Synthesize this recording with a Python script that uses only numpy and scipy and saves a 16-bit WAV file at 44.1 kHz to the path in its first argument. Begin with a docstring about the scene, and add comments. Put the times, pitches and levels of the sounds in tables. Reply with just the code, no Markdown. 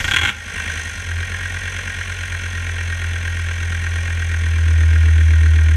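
"""A starter hisses and a dozen hard knocks ring out as a five-cylinder turbo diesel catches on a stand in a yard.
The speed curve overshoots, drops twice as the governor cuts it back, and sags to a clattering idle.
Bursts of noise and struck resonances make the knocks, clatter and ticks; sine waves make the low shaking.
As the engine slows, twice the firing rate nears a resonance at about 80 Hz and the whole rig booms.
A short yard echo follows the metal sounds, and a gain control ducks when the mids and treble are loud."""
import sys
import numpy as np
from scipy import signal
from scipy.fft import rfft, irfft, next_fast_len
from scipy.io import wavfile
from scipy.ndimage import uniform_filter1d, minimum_filter1d, map_coordinates

SR = 44100
rng = np.random.default_rng(int(sys.argv[2]) if len(sys.argv) > 2 else 0)


def unload_audio(sound):
    """Save the sound as a 16-bit wav file, at the path given as the first command line argument."""
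    columns = np.transpose(np.atleast_2d(sound))
    # keep every value between -1 and 1, then stretch to whole-number steps
    steps = np.round(np.clip(columns, -1, 1) * 32767)
    wavfile.write(sys.argv[1], SR, steps.astype(np.int16))


N = 254016  # samples in the scene
CYLINDERS = 5  # one engine cycle is five firings


def amp(db):
    """Turn decibels into a gain."""
    return 10 ** (np.asarray(db) / 20)


def unit(x):
    """Scale to an rms of 1."""
    return x / np.sqrt(np.mean(x ** 2) + 1e-20)


def along(points, hz):
    """Read (f/Hz, value) points at any frequency, on a log axis."""
    f, value = np.transpose(points)
    return np.interp(np.log(hz + 1), np.log(f + 1), value)


def curves(rows):
    """Draw each column after the time as a line with one value per sample."""
    s, *columns = np.transpose(rows)
    return [np.interp(np.arange(N) / SR, s, column) for column in columns]


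def wobble(rate):
    """A smooth random curve with `rate` random points a second."""
    points = rng.standard_normal(int(N * rate / SR) + 4)
    return map_coordinates(points, [np.arange(N) * rate / SR])


def coloured(x, gain):
    """Filter x by a gain curve over frequency, with the response starting at once, never early."""
    m = 2 * next_fast_len(N // 2 + SR // 4)
    log_gain = np.log(np.maximum(gain(np.fft.rfftfreq(m, 1 / SR)), 1e-6))
    # folding the cepstrum forward gives the minimum-phase filter
    cepstrum = irfft(log_gain)
    cepstrum[1:m // 2] *= 2
    cepstrum[m // 2 + 1:] = 0
    return irfft(rfft(x, m) * np.exp(rfft(cepstrum)))[:N]


def rings(table, hz):
    """Gain of resonances: each (f/Hz, width/Hz, level/dB) row raises or lowers a narrow band."""
    power = sum((amp(db) ** 2 - 1) / (1 + (2 * (hz - f) / width) ** 2) for f, width, db in table)
    return np.sqrt(1 + power.clip(-.5))


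def strikes(times, sizes, shape):
    """Place a sized copy of shape at every time."""
    at = np.round(np.maximum(times, 0) * SR).astype(int)
    return signal.oaconvolve(np.bincount(at, sizes, N)[:N], shape)[:N]


def gated(crank, place, depth_db):
    """Noise that swells once for every firing."""
    swell_db = depth_db * np.cos(2 * np.pi * (crank - place))
    return unit(amp(swell_db) * rng.standard_normal(N))


def signature(fade):
    """One blow spreading through the iron: a dense burst, nearly even in spectrum, with energy 1."""
    spectrum = rfft(fade * rng.standard_normal(len(fade)))
    burst = irfft(spectrum / np.abs(spectrum), len(fade)) * fade ** 0.062
    return burst / np.linalg.norm(burst)


# hiss of the starter gears: (f/Hz, relative level/dB per Hz)
PINION_HISS = [(100, -13), (320, -11), (480, 5), (900, -7), (2000, -4), (4400, -4), (6300, -0.5),
               (10000, -18), (11700, -9), (13000, -22), (15000, -29)]
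STARTER_DB, STARTER_OFF_S, STARTER_FALL_DB_PER_S = -35, 0.29, 90  # whirrs until it is let go


def starter(crank, depth_db=0.5):
    """The starter's pinion hisses on the flywheel, a little harder at each compression."""
    fade_db = STARTER_FALL_DB_PER_S * np.maximum(np.arange(N) / SR - STARTER_OFF_S, 0)
    hiss = coloured(gated(crank, place=0., depth_db=depth_db), lambda hz: amp(along(PINION_HISS, hz)))
    return amp(STARTER_DB - fade_db) * unit(hiss)


# full-fuel knocks as the engine catches: (t/s, level/dB)
CATCH_KNOCKS = [(.002, 0.5), (.043, 4.5), (.08, 2.5), (.111, 9), (.137, 11.5), (.162, 17.5), (.186, 13.5),
                (.212, 13.5), (.232, 14), (.251, 15), (.273, 12.5), (.289, 13.5)]
# broad response of the iron to those knocks: (f/Hz, relative level/dB per Hz)
HARD_RESPONSE = [(120, -49), (200, -4.5), (708, -22), (804, -14.5), (1290, -15.5), (1410, -1), (1570, 0.5),
                 (1720, -7.5), (2130, -1), (2750, -7), (3290, -5), (4640, -29.5), (6420, -15), (11900, -34),
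                 (15000, -42)]
# castings that only the hardest firings wake: (f/Hz, width/Hz, level/dB against the broad response)
CASTING_RINGS = [(816, 23, 6), (1574, 110, 2.5), (2496, 34, -7), (2800, 44, 6.5), (3315, 49, 6),
                 (3500, 68, 1.5)]
# ringing of block and covers, used in full by the clatter below: (f/Hz, width/Hz, level/dB)
BLOCK_RINGS = [(810, 30, 10.5), (1090, 63, 18), (1396, 53, 10), (1576, 64, 8.5), (1859, 37, 14),
               (2184, 63, 7.5), (2374, 47, 8), (2688, 37, 9), (3300, 320, 8), (4155, 126, 14)]


def catch(rebound_s=.0048, crash_t60=0.027, grit_db=-3, thump_db=-12, thump_hz=88, thump_t60=0.061):
    """Cold fuel goes off all at once: each firing strikes three times in a row and thumps the stand."""
    t = np.arange(SR // 10) / SR
    fade = amp(-60 * t / crash_t60)
    s, db = np.transpose(CATCH_KNOCKS)
    crash = np.zeros(N)
    for start, size in zip(s, amp(db)):
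        for k in range(3):
            strike_s = start + k * rebound_s + .0005 * rng.standard_normal()
            at = round(max(strike_s, 0) * SR)
            grit = amp(grit_db) * fade / np.linalg.norm(fade) * rng.standard_normal(len(t))
            crash[at:at + len(t)] += size * amp(-1.2 * k) * (signature(fade) + grit)

    def iron(hz):
        ringing = rings(BLOCK_RINGS, hz) ** 0.53 * rings(CASTING_RINGS, hz)
        return unit(amp(along(HARD_RESPONSE, hz)) * ringing)

    crash = coloured(crash, iron)
    onset = 1 - np.exp(-t / 0.0065)
    thump = -np.sin(2 * np.pi * thump_hz * t) * amp(-60 * t / thump_t60) * onset
    # the thump grows half as fast in dB as the crash
    return crash + strikes(s, amp(thump_db + db / 2), thump)


# combustion, piston slap and rebound of every firing: (delay/firings, hardness 0-1)
STROKE_BLOWS = [(.01, .85), (.17, .15), (.39, .35)]
# cylinders in firing order: (lateness/firings, combustion level/dB, slap level/dB, rebound level/dB)
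CYLINDER_BLOWS = [(-0.0149, -3.5, 2.5, -11), (0.0249, 3, 0.5, -7.5), (0.00057, -2, 4.5, -2),
                  (-0.0122, -26, -4.5, -2.5), (.045, -10, -2.5, -1.5)]


def blows():
    """List every blow of one engine cycle: (place in firings, level in dB, hardness)."""
    return [(k + late + delay, db, hardness) for k, (late, *levels) in enumerate(CYLINDER_BLOWS)
            for (delay, hardness), db in zip(STROKE_BLOWS, levels)]


def knocks(crank, blow_t60=0.024, soft_hz=2000, thin_hz=1000):
    """Each blow returns once a cycle, partly with its own signature, partly as fresh rattle."""
    scatter_db, jitter_s = 1., .00007
    repeat = .72  # share of the power that is alike in every cycle
    fade = amp(-60 * np.arange(SR // 25) / SR / blow_t60)
    hard, soft = np.zeros((2, N))
    for place, db, hardness in blows():
        turns = np.arange(place, crank[-1], CYLINDERS)
        chance = rng.standard_normal((64, 2))[:len(turns)]
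        times = np.interp(turns, crank, np.arange(N) / SR) + jitter_s * chance[:, 0]
        sizes = amp(db + scatter_db * chance[:, 1])
        rattle = strikes(times, sizes, fade / np.linalg.norm(fade)) * rng.standard_normal(N)
        same = strikes(times, sizes, signature(fade))
        blow = np.sqrt(repeat) * same + np.sqrt(1 - repeat) * rattle
        hard_share = np.clip(hardness, 0, 1)
        hard += hard_share * blow
        soft += (1 - hard_share) * blow
    # a slap through the oil film has little treble
    soft = irfft(rfft(soft) / np.hypot(1, (np.fft.rfftfreq(N, 1 / SR) / soft_hz) ** 4), N)
    # such short blows hardly move the block at low pitch
    return coloured(hard + soft, lambda hz: 1 / np.hypot(1, (thin_hz / (hz + 1)) ** 2))


# sheet covers that the strongest slaps set ringing: (f/Hz, level/dB, t60/s)
COVER_TONES = [(1440, -6.5, 0.052), (1614, 5.5, 0.027), (1887, -6.5, 0.12)]


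def covers(crank):
    """The harder a slap, the far stronger the covers ring, nearly alike in every cycle."""
    t = np.arange(SR // 8) / SR
    ring = sum(amp(db - 60 * t / t60) * np.sin(2 * np.pi * hz * t) for hz, db, t60 in COVER_TONES)
    ring = ring * np.minimum(t / t[SR // 1000], 1)  # start over 1 ms, without a click
    out = np.zeros(N)
    for place, db, hardness in blows():
        times = np.interp(np.arange(place, crank[-1], CYLINDERS), crank, np.arange(N) / SR)
        scatter_db = .7 * rng.standard_normal(64)[:len(times)]
        # doubling the dB makes strong blows stand out; soft blows count most
        sizes = amp(2 * db + scatter_db) * (1 - np.clip(hardness, 0, 1))
        out += strikes(times, sizes, ring)
    return unit(out)


# broad response of the engine block: (f/Hz, relative level/dB per Hz)
BLOCK_RESPONSE = [(60, -31), (150, -11), (300, -14.5), (600, -9), (950, -18), (1270, -22.5), (1430, 0),
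                  (2300, -0.5), (2900, -4.5), (3450, -8), (3800, -12.5), (4500, -24), (7000, -22.5),
                  (15000, -65)]


def clatter(crank, knock_db, gears_db=-8, covers_db=-3):
    """Knocks and the churn of the timing gears ring the block."""
    def iron(x):
        return unit(coloured(x, lambda hz: amp(along(BLOCK_RESPONSE, hz)) * rings(BLOCK_RINGS, hz)))

    gears = amp(gears_db) * iron(gated(crank, place=0.32, depth_db=2.5))
    struck = unit(iron(knocks(crank)) + amp(covers_db) * covers(crank))
    both = amp(knock_db) * struck + gears
    # knock_db shifts the balance, not the overall level
    return both / np.hypot(amp(knock_db), amp(gears_db))


# hollow roar of sump and exhaust: (f/Hz, relative level/dB per Hz)
ROAR_RESPONSE = [(25, -26), (60, -3), (130, 1.5), (210, 4), (310, -11), (430, 0.5), (620, -4), (700, -5),
                 (850, -7), (1100, -0.5), (1300, -33), (2000, -30.5)]


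def roar(crank, roar_db=-15):
    """A soft low rush under the clatter, puffing with the firings."""
    puffs = gated(crank, place=0.21, depth_db=4.0)
    return amp(roar_db) * unit(coloured(puffs, lambda hz: amp(along(ROAR_RESPONSE, hz))))


# broad response of the valve gear: (f/Hz, relative level/dB per Hz)
VALVE_RESPONSE = [(3000, -24), (4600, -12.5), (5600, -11), (6000, -1), (6500, -3.5), (6950, -18.5),
                  (7800, -9.5), (8500, -10.5), (9050, -7.5), (10000, -18.5), (10400, -14), (11050, -25.5),
                  (11600, -19.5), (13000, -29), (15000, -43)]
# ringing of injector lines and rocker cover: (f/Hz, width/Hz, level/dB above the broad response)
VALVE_TONES = [(5145, 67, 7.5), (5570, 33, 10.5), (5940, 69, 5.5), (6400, 120, 5), (7010, 80, 9),
               (7470, 110, 5.5), (8200, 120, 2.5), (9100, 100, 4.5)]


def valve_gear(crank, grain_db=1.5, cycle_db=0.55):
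    """Injectors and rockers tick in a bright cluster at every firing, the nearest cylinders loudest."""
    near = amp(cycle_db * np.cos(2 * np.pi * (crank - 1.8) / CYLINDERS))
    ticks = gated(crank, place=0.17, depth_db=4.0) * near * amp(grain_db * wobble(600))
    return unit(coloured(ticks, lambda hz: amp(along(VALVE_RESPONSE, hz)) * rings(VALVE_TONES, hz)))


# even shaking and exhaust pulses: (multiple of the firing rate, level/dB)
EVEN_ORDERS = [(1, -36.5), (2, -37.5), (3, -51.5), (4, -81.5), (5, -88), (6, -55), (9, -59)]
# shaking from unequal cylinders: (multiple of the cycle rate, level/dB)
UNEVEN_ORDERS = [(4, -46), (8, -61), (9, -55), (11, -62), (18, -60), (19, -62), (21, -60), (22, -61),
                 (23, -53), (24, -59), (29, -61), (31, -61)]
# overtones of the rig at full boom: (multiple of the firing rate, level/dB)
BUZZ_ORDERS = [(3, -44), (4, -40), (5, -54.5), (7, -45.5), (8, -52), (9, -53), (11, -49.5)]
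# laws of the shaking: (level/dB at idle, dB per firing a second above idle, dB per idle dose of extra fuel)
EVEN_FORCE_LAW = (.3, -.3, 1.1)  # even force on the rig's resonance
UNEVEN_FORCE_LAW = (-11, 2.4, 1)  # uneven force on the rig's resonance
EVEN_MOUNT_LAW = (0.27, -0.42, 1.5)  # even shaking that the mounts let through
UNEVEN_LOPE_LAW = (-5, 0.78, 1)  # uneven shaking heard directly


def shaking(crank, level, boom_hz=79.97, width_hz=3.07, boom_db=25.5, buzz_db=0):
    """Low tones follow the crank; one that nears the rig's resonance booms and brings overtones."""
    def tone(k, db):
        return np.sqrt(2) * amp(db + 0.49 * wobble(14)) * np.sin(2 * np.pi * k * (crank - .5))

    even = sum(tone(round(k), db) for k, db in EVEN_ORDERS)
    uneven = sum(tone(round(k) / CYLINDERS, db + wobble(4.46)) for k, db in UNEVEN_ORDERS)
    force = amp(level(EVEN_FORCE_LAW)) * even + amp(level(UNEVEN_FORCE_LAW)) * uneven

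    def resonance(hz):
        peak = amp(boom_db) / np.hypot(1, (hz ** 2 - boom_hz ** 2) / (width_hz * hz + 1e-6))
        # keep the boom to a band around the peak
        skirts = np.hypot(1, (hz / 115) ** 6) * np.hypot(1, (55 / (hz + 1)) ** 6)
        return peak / skirts

    boom = coloured(force, resonance)
    swing = np.sqrt(np.abs(uniform_filter1d(boom ** 2, SR // 10)))
    # the higher overtones throb once a cycle, with the strongest cylinder
    throb = .7 * np.cos(2 * np.pi * (crank - 1.6) / CYLINDERS)
    buzz = sum(tone(round(k), db) * (1 + throb * (k > CYLINDERS)) for k, db in BUZZ_ORDERS)
    buzz = amp(buzz_db) * swing / swing.max() * buzz
    direct = amp(level(EVEN_MOUNT_LAW)) * even + amp(level(UNEVEN_LOPE_LAW)) * uneven
    return direct + boom + buzz


# how long the yard's echo lasts: (f/Hz, t60/s)
YARD_DECAY = [(100, 0.67), (2000, 0.34), (10000, 0.2)]


def yard(x):
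    """The shed wall and the ground scatter a short tail, made of noise that fades faster in the treble."""
    hz, t, noise = signal.stft(rng.standard_normal(SR // 2), SR, nperseg=256)
    fading = noise * amp(-60 * t / along(YARD_DECAY, hz)[:, None])
    tail = signal.istft(fading, SR, nperseg=256)[1]
    late_tail = np.pad(tail, (SR // 100, 0))  # starts 10 ms late
    return signal.fftconvolve(x, late_tail / np.linalg.norm(tail))[:N]


IDLE_RATE = 43  # firings per second
COAST_DROP = 37  # firings per second lost each second with the fuel cut
FUEL_LEAD_S, FUEL_EASE_S = 0.017, 0.1  # fuel leads the speed and moves smoothly
FUEL_MOST = 1.1  # ceiling of the dose, idle = 1


def fuel(speed):
    """The dose, idle = 1: more while the engine gains speed, down to none as it falls fast."""
    speed_gain = uniform_filter1d(np.gradient(speed) * SR, max(int(FUEL_EASE_S * SR), 1))
    t = np.arange(N) / SR
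    return np.clip(1 + np.interp(t + FUEL_LEAD_S, t, speed_gain) / COAST_DROP, 0, FUEL_MOST)


# crank speed, with run-up, overshoot, two cuts by the governor and a slow sag: (t/s, firings per second)
CRANK_SPEED = [(0, 21.18), (.3, 55.48), (.53, 49.85), (.81, 52.0), (1.0, 45.7), (1.13, 42.0), (1.22, 43.9),
               (1.32, 44.31), (1.89, 45.49), (2.66, 42.93), (4.14, 42.15), (4.71, 40.24), (5.76, 39.36)]
# laws of the metal: (level/dB at idle, dB per firing a second above idle, dB per idle dose of extra fuel)
BLOCK_LAW = (-29, 0.24, 3.5)  # clatter and roar together
VALVE_GEAR_LAW = (-41.5, 0.45, 0.48)
KNOCK_BALANCE_LAW = (-6.5, -0.37, 7.2)  # knocks against gear churn
# the laws follow the speed only this far: (lowest, highest) in firings a second from idle
SPEED_LIMITS = (-4, 8)


def scene():
    """One crankshaft times the engine; its speed and the fuel set the running levels."""
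    speed, = curves(CRANK_SPEED)
    crank = np.cumsum(speed) / SR  # firings so far
    extra_fuel = fuel(speed) - 1

    def level(law):
        at_idle, per_speed, per_fuel = law
        return at_idle + per_speed * np.clip(speed - IDLE_RATE, *SPEED_LIMITS) + per_fuel * extra_fuel

    starting = starter(crank) + catch()
    block = amp(level(BLOCK_LAW)) * (clatter(crank, level(KNOCK_BALANCE_LAW)) + roar(crank))
    metal = starting + block + amp(level(VALVE_GEAR_LAW)) * valve_gear(crank)
    return (metal + amp(-12.5) * yard(metal) + shaking(crank, level))[None]


AGC_DB, AGC_SHARE = -20, 0.68  # threshold, share of the excess dB removed
AGC_ATTACK_S, AGC_HOLD_S, AGC_RELEASE_DB_PER_S = 0.024, 0.087, 42


def gain_control(x, deaf_below_hz=400):
    """Loud mids and treble push the gain down; it holds, then creeps back."""
    heard = coloured(x, lambda hz: 1 / np.hypot(1, (deaf_below_hz / (hz + 1)) ** 3))
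    keep = np.exp(-1 / (AGC_ATTACK_S * SR))
    power = signal.lfilter([1 - keep], [1, -keep], heard ** 2)
    gain_db = -AGC_SHARE * np.maximum(10 * np.log10(power + 1e-12) - AGC_DB, 0)
    half = int(AGC_HOLD_S * SR / 2)
    held = minimum_filter1d(gain_db, 2 * half + 1, origin=half, mode="nearest")
    # the gain may rise no faster than this ramp
    ramp = AGC_RELEASE_DB_PER_S * np.arange(N) / SR
    return x * amp(np.minimum.accumulate(held - ramp) + ramp)


TOP_HZ = 15100  # band limit


def record(dry):
    """The gain control ducks under loud sounds, and nothing above the band limit is kept."""
    m = next_fast_len(N + SR // 4)
    spectrum = rfft(gain_control(dry[0]), m)
    return irfft(spectrum * (np.fft.rfftfreq(m, 1 / SR) < TOP_HZ), m)[None, :N]


dry = scene()
out = record(dry)
unload_audio(out)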